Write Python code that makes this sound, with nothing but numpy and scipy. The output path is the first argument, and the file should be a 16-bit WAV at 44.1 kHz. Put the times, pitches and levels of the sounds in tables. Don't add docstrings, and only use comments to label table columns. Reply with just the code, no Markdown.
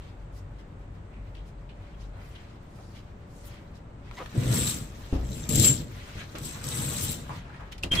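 import sys
import numpy as np
from scipy import signal
from scipy.fft import rfft, irfft
from scipy.io import wavfile
from scipy.ndimage import uniform_filter1d, map_coordinates

SR = 44100
rng = np.random.default_rng(int(sys.argv[2]) if len(sys.argv) > 2 else 0)


def log_audio(samples):
    frames = np.atleast_2d(samples).T
    limited = np.clip(frames, -1, 1)
    pcm = np.round(limited * 32767).astype(np.int16)
    wavfile.write(sys.argv[1], SR, pcm)


N = 352800
T = np.arange(N) / SR
FREQS = np.fft.rfftfreq(N, 1 / SR)

# (frequency [Hz], gain [dB])
AIR_EQ = [(25, -8.5), (54, -2.5), (121, -4), (243, -14), (600, -22.5), (1240, -29.5), (2500, -39.5),
          (5500, -54.5), (8400, -48.5), (9800, -79)]
RUB_EQ = [(300, -7), (1100, -0.5), (2200, -3), (5000, -10.5), (8500, -17.5), (10500, -20.5)]
# (time [s], level [dB], half-length [s], centre [Hz])
SWISHES = [(.03, -58, 0.14, 2180), (.37, -58.5, 0.05, 5600), (.6, -59.5, 0.029, 2300),
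           (1.48, -61.5, 0.032, 4270), (1.87, -61, 0.16, 1760), (2.024, -58, 0.052, 3200),
           (2.2, -56, 0.11, 800), (2.28, -64.5, 0.12, 7000), (2.36, -58, 0.27, 2000),
           (2.83, -63, 0.21, 4970), (2.972, -54.5, 0.041, 2980), (3.44, -59.5, 0.17, 5700),
           (3.468, -51.5, 0.029, 10500), (3.53, -54.5, 0.13, 1890), (3.766, -61, 0.029, 3870),
           (4.079, -57, 0.052, 1990), (4.549, -42, 0.27, 1580), (5.149, -49, 0.026, 3060),
           (6.031, -52, 0.18, 1870), (6.2, -42.5, 0.058, 1930), (6.8, -47, 0.5, 1160),
           (7.35, -49.5, 0.11, 1997), (7.57, -51, 0.24, 1120), (7.727, -38.5, 0.01, 2590)]
# (time [s], level [dB], centre [Hz], width [Hz], t60 [s])
SCUFFS = [(1.11, -60.5, 2300, 600, .9), (1.342, -54, 2900, 1300, 0.33), (1.686, -51.5, 2930, 1000, 0.14),
          (2.345, -55.5, 2800, 1300, .5), (2.78, -49.5, 520, 420, 0.23)]
KNOCKS = [(4.1116, -30.5, 1390, 1100, .011), (4.26, -31, 1410, 1610, 0.015), (5.127, -30.5, 278, 210, 0.39),
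          (6.155, -38, 109, 110, 0.77), (6.345, -39, 301, 200, .22), (6.352, -37.5, 1290, 1900, 0.16),
          (7.292, -36.5, 930, 407, 0.24), (7.295, -37, 125, 71, 0.78), (7.836, -33, 280, 222, 0.21)]
# (time [s], slip rate [1/s], relative level [dB], centre [Hz])
FINGER_CATCH = [(4.163, 1540, -53, 3000), (4.177, 950, -43.5, 1490), (4.202, 380, -35.5, 710),
                (4.233, 130, -37.5, 550)]
# (start [s], take-up [s], speed-up [s], hold [s], time to slow by 20 dB [s],
# top speed [dB], speed gained [dB], rumble [dB], heaviest load [s], load swell and easing [dB/s],
# lock onto one note [0-1], note starts sharp by [fraction])
PULLS = [(4.35, 0.027, 0.24, .1, 0.17, -8.5, 19, -23, 4.52, 47, 0.1, 0.039),
         (5.248, 0.12, 0.11, 0.0083, 0.4, -21, 10, -35, 5.25, 14, 0.85, .01),
         (5.49, 0.0043, 0.16, 0.02, 0.1237, -1.6, 10.5, -20.5, 5.61, 45, .82, .012),
         (6.379, 0.054, 0.077, 0.0079, 0.26, -16.5, 16.5, -38, 6.46, 18, 0.47, .07),
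         (6.645, 0.06, 0.13, 0.33, 0.155, -13, 5, -33, 6.95, 9.5, 0.18, 0.049)]
# (frequency [Hz], gain [dB])
HISS_EQ = [(500, -14), (1150, -7), (2100, -4), (3300, 1), (4700, -1), (11500, 2), (15000, 0)]
PUSH_EQ = [(40, -5.5), (75, 1.5), (300, -1), (500, -9), (900, -27.5), (2000, -47.5)]
# (centre [Hz], width [Hz], gain [dB])
CEILING_MODES = [(86.7, 90, -3.5), (125.7, 6.9, 3), (140.9, 21, -1), (188, 14, -9), (237, 17, -6.5),
                 (313, 44, -13), (455, 84, -9.5), (572, 63, -13)]
BODY_MODES = [(3900, 600, 0), (5800, 800, -2)]
TRACK_MODES = [(7350, 200, 1.5), (7660, 377, 2), (8320, 560, 0.5), (10970, 340, -3)]
RUNNER_NOTES = [(7380, 80, -4), (7400, 220, -7), (7680, 300, -10)]
# (peak time [s], half-length [s], pitch [Hz], level [dB])
JUDDERS = [(4.387, .016, 118.4, -20), (4.48, 0.042, 124.6, -25), (5.598, 0.02613, 123.3, -16.5)]
CHIRPS = [(5.647, 0.0037, 7420, -16), (5.655, 0.0028, 7660, -18), (5.673, 0.012, 11000, -24),
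          (5.677, .006, 7390, -14), (5.706, .018, 7370, -24.5)]
# (time [s], level [dB])
RUNNER_TICKS = [(4.542, -24), (4.711, -26), (5.491, -22.5), (5.556, -16), (5.597, -15.5), (5.626, -17),
                (6.384, -35.5), (6.454, -33), (6.641, -31), (6.687, -26.5), (7.01, -25.5), (7.098, -39)]
# (time [s], level [dB], half-length [s], centre [Hz])
BUNCHES = [(5.651, -24, 0.012, 5050), (7.04, -29.5, .032, 11000), (7.118, -30.5, 0.014, 11000)]
# (time [s], level [dB])
DOOR_BUMPS = [(5.127, -22), (7.838, -33), (7.915, -30)]
# (frequency [Hz], gain [dB], t60 [s])
PANE_MODES = [(35.4, -5.5, 1), (59.9, -0.5, 1), (89.7, -0.5, 0.34), (178, -3.5, 0.15), (268.7, -4.5, 0.22)]
# (time [s], level [dB])
LATCH_CLICKS = [(7.779, -44), (7.826, -41), (7.833, -27), (7.95, -24.5)]
# (frequency [Hz], gain [dB])
SCRAPE_EQ = [(50, 12), (95, 24.5), (300, 11), (700, -.5), (1500, -0.5), (2600, 5.5), (4500, -7.5),
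             (8500, -7), (15000, -19)]
# (peak time [s], half-length [s], pitch [Hz], level [dB])
SQUEAKS = [(7.928, 0.013, 3183, -20.5), (7.984, 0.012, 3280, -29), (7.998, 0.0079, 3290, -22)]
# (frequency [Hz], gain [dB])
SIDE_EQ = [(60, -28.5), (200, -16), (380, -7.5), (700, 0), (15000, -1)]
RIGHT_PORT_EQ = [(100, -1.8), (600, -.5), (4000, -.5), (7000, -3), (8600, -5), (9500, -13), (11500, -5),
                 (13200, -6), (14800, -3)]

GRAB_S, LET_GO_S, CREEP_DB = 4.1, 7.37, -33
HISS_DB, SING_DB = -21.7, -18
SING_SLOPE, BRIGHT_SLOPE = 1.4, 0.36


def amp(db):
    return 10 ** (np.asarray(db) / 20)


def unit(x):
    return x / np.sqrt(np.mean(x ** 2))


def ramp(start, length):
    return np.clip((T - start) / length, 0, 1)


def wander(rate):
    knots = rng.standard_normal(N // 8)
    return unit(np.interp(2 * rate * T, np.arange(len(knots)), knots))


def eq(x, points):
    hz, db = np.transpose(points)
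    return irfft(rfft(x) * amp(np.interp(np.log(FREQS + 1), np.log(hz), db)), N)


def band(f, hz, width):
    return 1j * f * width / (hz ** 2 - f ** 2 + 1j * f * width)


def resonate(x, modes):
    return irfft(rfft(x) * sum(amp(db) * band(FREQS, hz, width) for hz, width, db in modes), N)


def from_left(x):
    return np.array([x, np.roll(x, int(SR / 2000))])


def delayed(x, lag_s):
    return np.array([map_coordinates(port, [(T - lag_s) * SR], mode="mirror") for port in x])


def noise():
    mid, side = rng.standard_normal((2, N))
    side = eq(side, SIDE_EQ)
    return unit(np.array([mid + side, mid - side]))


def tone(hz, wobble, rate):
    return np.sqrt(2) * np.sin(2 * np.pi * np.cumsum(hz * (1 + wobble * wander(rate))) / SR)


def friction(grain_db, patchy_db, patchy_rate):
    slips = noise() + amp(-6.5) * from_left(rng.standard_normal(N))
    return unit(slips * amp(grain_db * wander(1000) + patchy_db * wander(patchy_rate)))


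def grit(rate, scatter_db, ring_s):
    hits = (rng.random(N) < rate / SR) * amp(scatter_db * np.minimum(rng.exponential(size=N), 3))
    return unit(signal.lfilter([1], [1, -np.exp(-1 / (ring_s * SR))], hits))


def mottle(x, depth_db, rate):
    spectrum, out = rfft(x), 0
    thirds = 3 * np.log2(np.clip(FREQS, 1000, 12700) / 1000)
    for k in range(12):
        strip = irfft(spectrum * np.maximum(1 - np.abs(thirds - k), 0), N)
        out = out + strip * unit(amp(depth_db * wander(rate)))
    return out


def burst(size, hz, width):
    f = np.fft.rfftfreq(size, 1 / SR)
    mid, side = rfft(rng.standard_normal((2, size))) * band(f, hz, 1.48 * width) ** 2
    side = side * amp(np.interp(f, *np.transpose(SIDE_EQ)))
    return unit(irfft(np.array([mid + side, mid - side]), size))


def swells(rows):
    out, size = np.zeros((2, N)), SR
    for s, db, half_length, hz in rows:
        start = max(int(s * SR) - size // 2, 0)
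        t = T[start:start + size]
        envelope = amp(db) * np.exp(-2 * ((t - s) / half_length) ** 2)
        out[:, start:start + size] += burst(size, hz, hz)[:, :len(t)] * envelope
    return out


def strikes(rows, attack_s):
    out, size = np.zeros((2, N + SR)), SR // 2
    t = T[:size]
    for s, db, hz, width, t60 in rows:
        envelope = amp(db - 60 * t / t60) * np.minimum(t / attack_s, 1)
        out[:, int(s * SR):int(s * SR) + size] += burst(size, hz, width) * envelope
    return out[:, :N]


def notes(rows, wobble, rate):
    out = np.zeros(N)
    drift, shake = 1 + wobble * wander(rate), amp(1.3 * wander(180))
    for s, half_length, hz, db in rows:
        on = np.abs(T - s) < 3 * half_length
        envelope = np.exp(-np.abs((T[on] - s) / half_length) ** 3)
        out[on] += np.sqrt(2) * amp(db) * envelope * np.sin(2 * np.pi * np.cumsum(hz * drift[on]) / SR)
    return out * shake


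def held():
    return ramp(GRAB_S, 0.063) - ramp(LET_GO_S, 0.038)


def room_tone():
    drone_db = -43 - 5.5 * ramp(start=2.2, length=0.17)
    drone = resonate(noise(), [(49.1, 6.6, -6.0), (96.5, 7.1, -3.5)])
    drone = unit(eq(drone, [(25, -25.0), (45, 6.0), (100, -3.5), (220, -35)]))
    fan = tone(576, wobble=.008, rate=25) * amp(-67.5 + 2.5 * wander(1))
    air = unit(eq(noise(), AIR_EQ)) * amp(-44.5)
    return air + drone * amp(drone_db) + fan


def cloth():
    clothes_db, curtain_db = -68.5, -55.5
    level = np.hypot(amp(clothes_db), held() * amp(curtain_db))
    rub = unit(eq(friction(grain_db=1.5, patchy_db=2.5, patchy_rate=11), RUB_EQ)) * level
    return rub + swells(SWISHES) * unit(amp(1.5 * wander(700) + wander(50)))


def shoes():
    return strikes(SCUFFS, attack_s=0.012) * unit(1 + grit(rate=600, scatter_db=3, ring_s=0.0011))


def knocks():
    return strikes(KNOCKS, attack_s=0.00085)


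def fingertip():
    times, *columns = np.transpose(FINGER_CATCH)
    gate = uniform_filter1d(1. * ((T >= times[0]) & (T <= times[-1])), size=180)
    rate, db, hz = (np.interp(T, times, column) for column in columns)
    slip_count = np.floor(np.cumsum(gate * rate * np.exp(0.14 * wander(200))) / SR)
    slips = rfft(np.diff(slip_count, prepend=0) * amp(2.1 * wander(312)) * np.sqrt(SR / rate))
    out = 0
    for centre in np.geomspace(500, 3200, 4):
        nearness = np.exp(-np.log2(hz / centre) ** 2)
        ring = irfft(slips * band(FREQS, centre, 0.77 * centre) ** 2, N) * np.sqrt(SR / centre)
        out = out + nearness * ring
    return gate * amp(db - 4.5) * out


def pull_curves():
    linger = 1.96
    speeds, rumbles, sharps = [], [], []
    for start, take_up, speed_up, hold, stop, top_db, gain_db, load_db, heaviest, ease, _, sharp in PULLS:
        release = start + speed_up + hold
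        slack_db = 20 * np.minimum(T - start, 0) / take_up
        coast_db = -20 * np.maximum(T - release, 0) / stop
        eased_db = ease * np.abs(np.clip(T, start, release) - heaviest)
        speeds.append(top_db + slack_db + gain_db * (ramp(start, speed_up) - 1) + coast_db)
        rumbles.append(load_db + slack_db - eased_db + coast_db / linger)
        sharps.append(sharp * (1 - ramp(start, speed_up + hold + stop / 2)))
    fastest = np.argmax(speeds, axis=0)
    lock = np.clip(uniform_filter1d(np.array(PULLS)[fastest, -2], size=900), 0, 1)
    rumble_db = np.maximum(np.max(rumbles, axis=0), -140)
    return np.max(speeds, axis=0), rumble_db, lock, held() * np.choose(fastest, sharps)


def runner_hiss(pull_db):
    speed_db = np.maximum(pull_db, CREEP_DB + 20 * np.log10(held() + 1e-5))
    rub = unit(eq(friction(grain_db=0.5, patchy_db=0.7, patchy_rate=45), HISS_EQ))
    rattle = unit(resonate(noise() * grit(rate=320, scatter_db=3, ring_s=0.0013), BODY_MODES))
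    hiss = unit(mottle(rub + amp(-7.5) * rattle, depth_db=2.7, rate=45))
    treble = eq(hiss, [(6500, -28.5), (9000, -3.0)])
    hiss = hiss + treble * (amp(BRIGHT_SLOPE * speed_db) - 1)
    return hiss * amp(HISS_DB + speed_db)


def ceiling_rumble(rumble_db):
    push = eq(friction(grain_db=-0.5, patchy_db=1.5, patchy_rate=25), PUSH_EQ)
    return unit(resonate(push, CEILING_MODES)) * amp(rumble_db)


def runner_song(pull_db, lock, sharp):
    cavities = sum(amp(db) * np.abs(band(FREQS, hz, width)) ** 2 for hz, width, db in TRACK_MODES)
    track = unit(irfft(rfft(friction(grain_db=2, patchy_db=2.4, patchy_rate=60)) * cavities, N))
    runners = unit(sum(amp(db) * tone(hz, wobble=.5 * width / hz, rate=77) * amp(3.6 * wander(110))
                       for hz, width, db in RUNNER_NOTES))
    lag_s = -np.cumsum(sharp) / SR
    loose = delayed(track, lag_s)
    note = delayed(from_left(runners), lag_s) * amp([[3], [-2]])
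    return (np.sqrt(1 - lock) * loose + np.sqrt(lock) * note) * amp(SING_DB + SING_SLOPE * pull_db)


def curtains():
    pull_db, rumble_db, lock, sharp = pull_curves()
    pull_db = pull_db + 1.07 * tone(hz=84.6, wobble=0.3005, rate=46)
    return runner_hiss(pull_db) + ceiling_rumble(rumble_db) + runner_song(pull_db, lock, sharp)


def binding():
    chirps = from_left(notes(CHIRPS, wobble=0.01, rate=300)) * amp([[1.5], [0]])
    return chirps + notes(JUDDERS, wobble=0.0356, rate=19)


def jostling():
    hz, width_hz, t60_s = 7700, 9600, 0.023
    ticks = strikes([(s, db, hz, width_hz, t60_s) for s, db in RUNNER_TICKS], attack_s=0.00049)
    ticks = ticks + resonate(ticks, [(7540, 500, 2.02)])
    return ticks + swells(BUNCHES) * amp(3.0 * wander(250))


def glass_door():
    out = np.zeros(N)
    for s, db in DOOR_BUMPS:
        t = T[:N - int(s * SR)]
        boom = sum(amp(gain - 60 * t / t60) * np.sin(2 * np.pi * hz * t) for hz, gain, t60 in PANE_MODES)
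        out[-len(t):] += amp(db) * boom
    return out


def latch():
    rings = [(s, db, 2760, 3300, 0.057) for s, db in LATCH_CLICKS]
    cracks = [(s, db + 0.5, 5000, 5000, 0.022) for s, db in LATCH_CLICKS]
    return strikes(rings + cracks, attack_s=0.0033)


def latch_ping():
    start_s, db, hz, t60_s, attack_s = 7.834, -11.5, 2720, 0.011, 0.0014
    t = np.maximum(T - start_s, 0)
    return np.sin(2 * np.pi * hz * t) * ramp(start_s, attack_s) * amp(db - 60 * t / t60_s)


def sliding_door():
    start_s, db, ease_db_per_s = 7.914, -26.5, 30
    scrape = unit(eq(friction(grain_db=3.0, patchy_db=2.5, patchy_rate=103), SCRAPE_EQ))
    return scrape * ramp(start_s, 0.0025) * amp(db - ease_db_per_s * np.maximum(T - start_s, 0))


def roller():
    return notes(SQUEAKS, wobble=0.004, rate=230)


def reverb(x, t60, wet_db):
    t = T[:SR // 2]
    tail = rng.standard_normal((2, len(t))) * amp(-60 * t / t60)
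    tail /= np.sqrt(np.sum(tail ** 2, axis=1, keepdims=True))
    wet = delayed(signal.fftconvolve(x, tail, axes=1)[:, :N], .0004 * wander(2))
    return x + amp(wet_db) * eq(wet, [(100, -23.0), (600, 7.5), (12000, 2.0)])


def scene():
    foley = curtains() + jostling() + mottle(cloth() + shoes(), depth_db=2.1, rate=25)
    foley = foley + fingertip() + knocks() + glass_door() + latch() + sliding_door()
    squeals = binding() + roller() + latch_ping()
    return reverb(foley, t60=0.16, wet_db=-9) + reverb(squeals, t60=0.086, wet_db=-13) + room_tone()


def record(dry):
    ports = np.array([dry[0], eq(dry[1], RIGHT_PORT_EQ)])
    high_cut = signal.ellip(10, .2, 80, 15500, fs=SR, output="sos")
    return signal.sosfilt(high_cut, ports)


dry = scene()
out = record(dry)
log_audio(out)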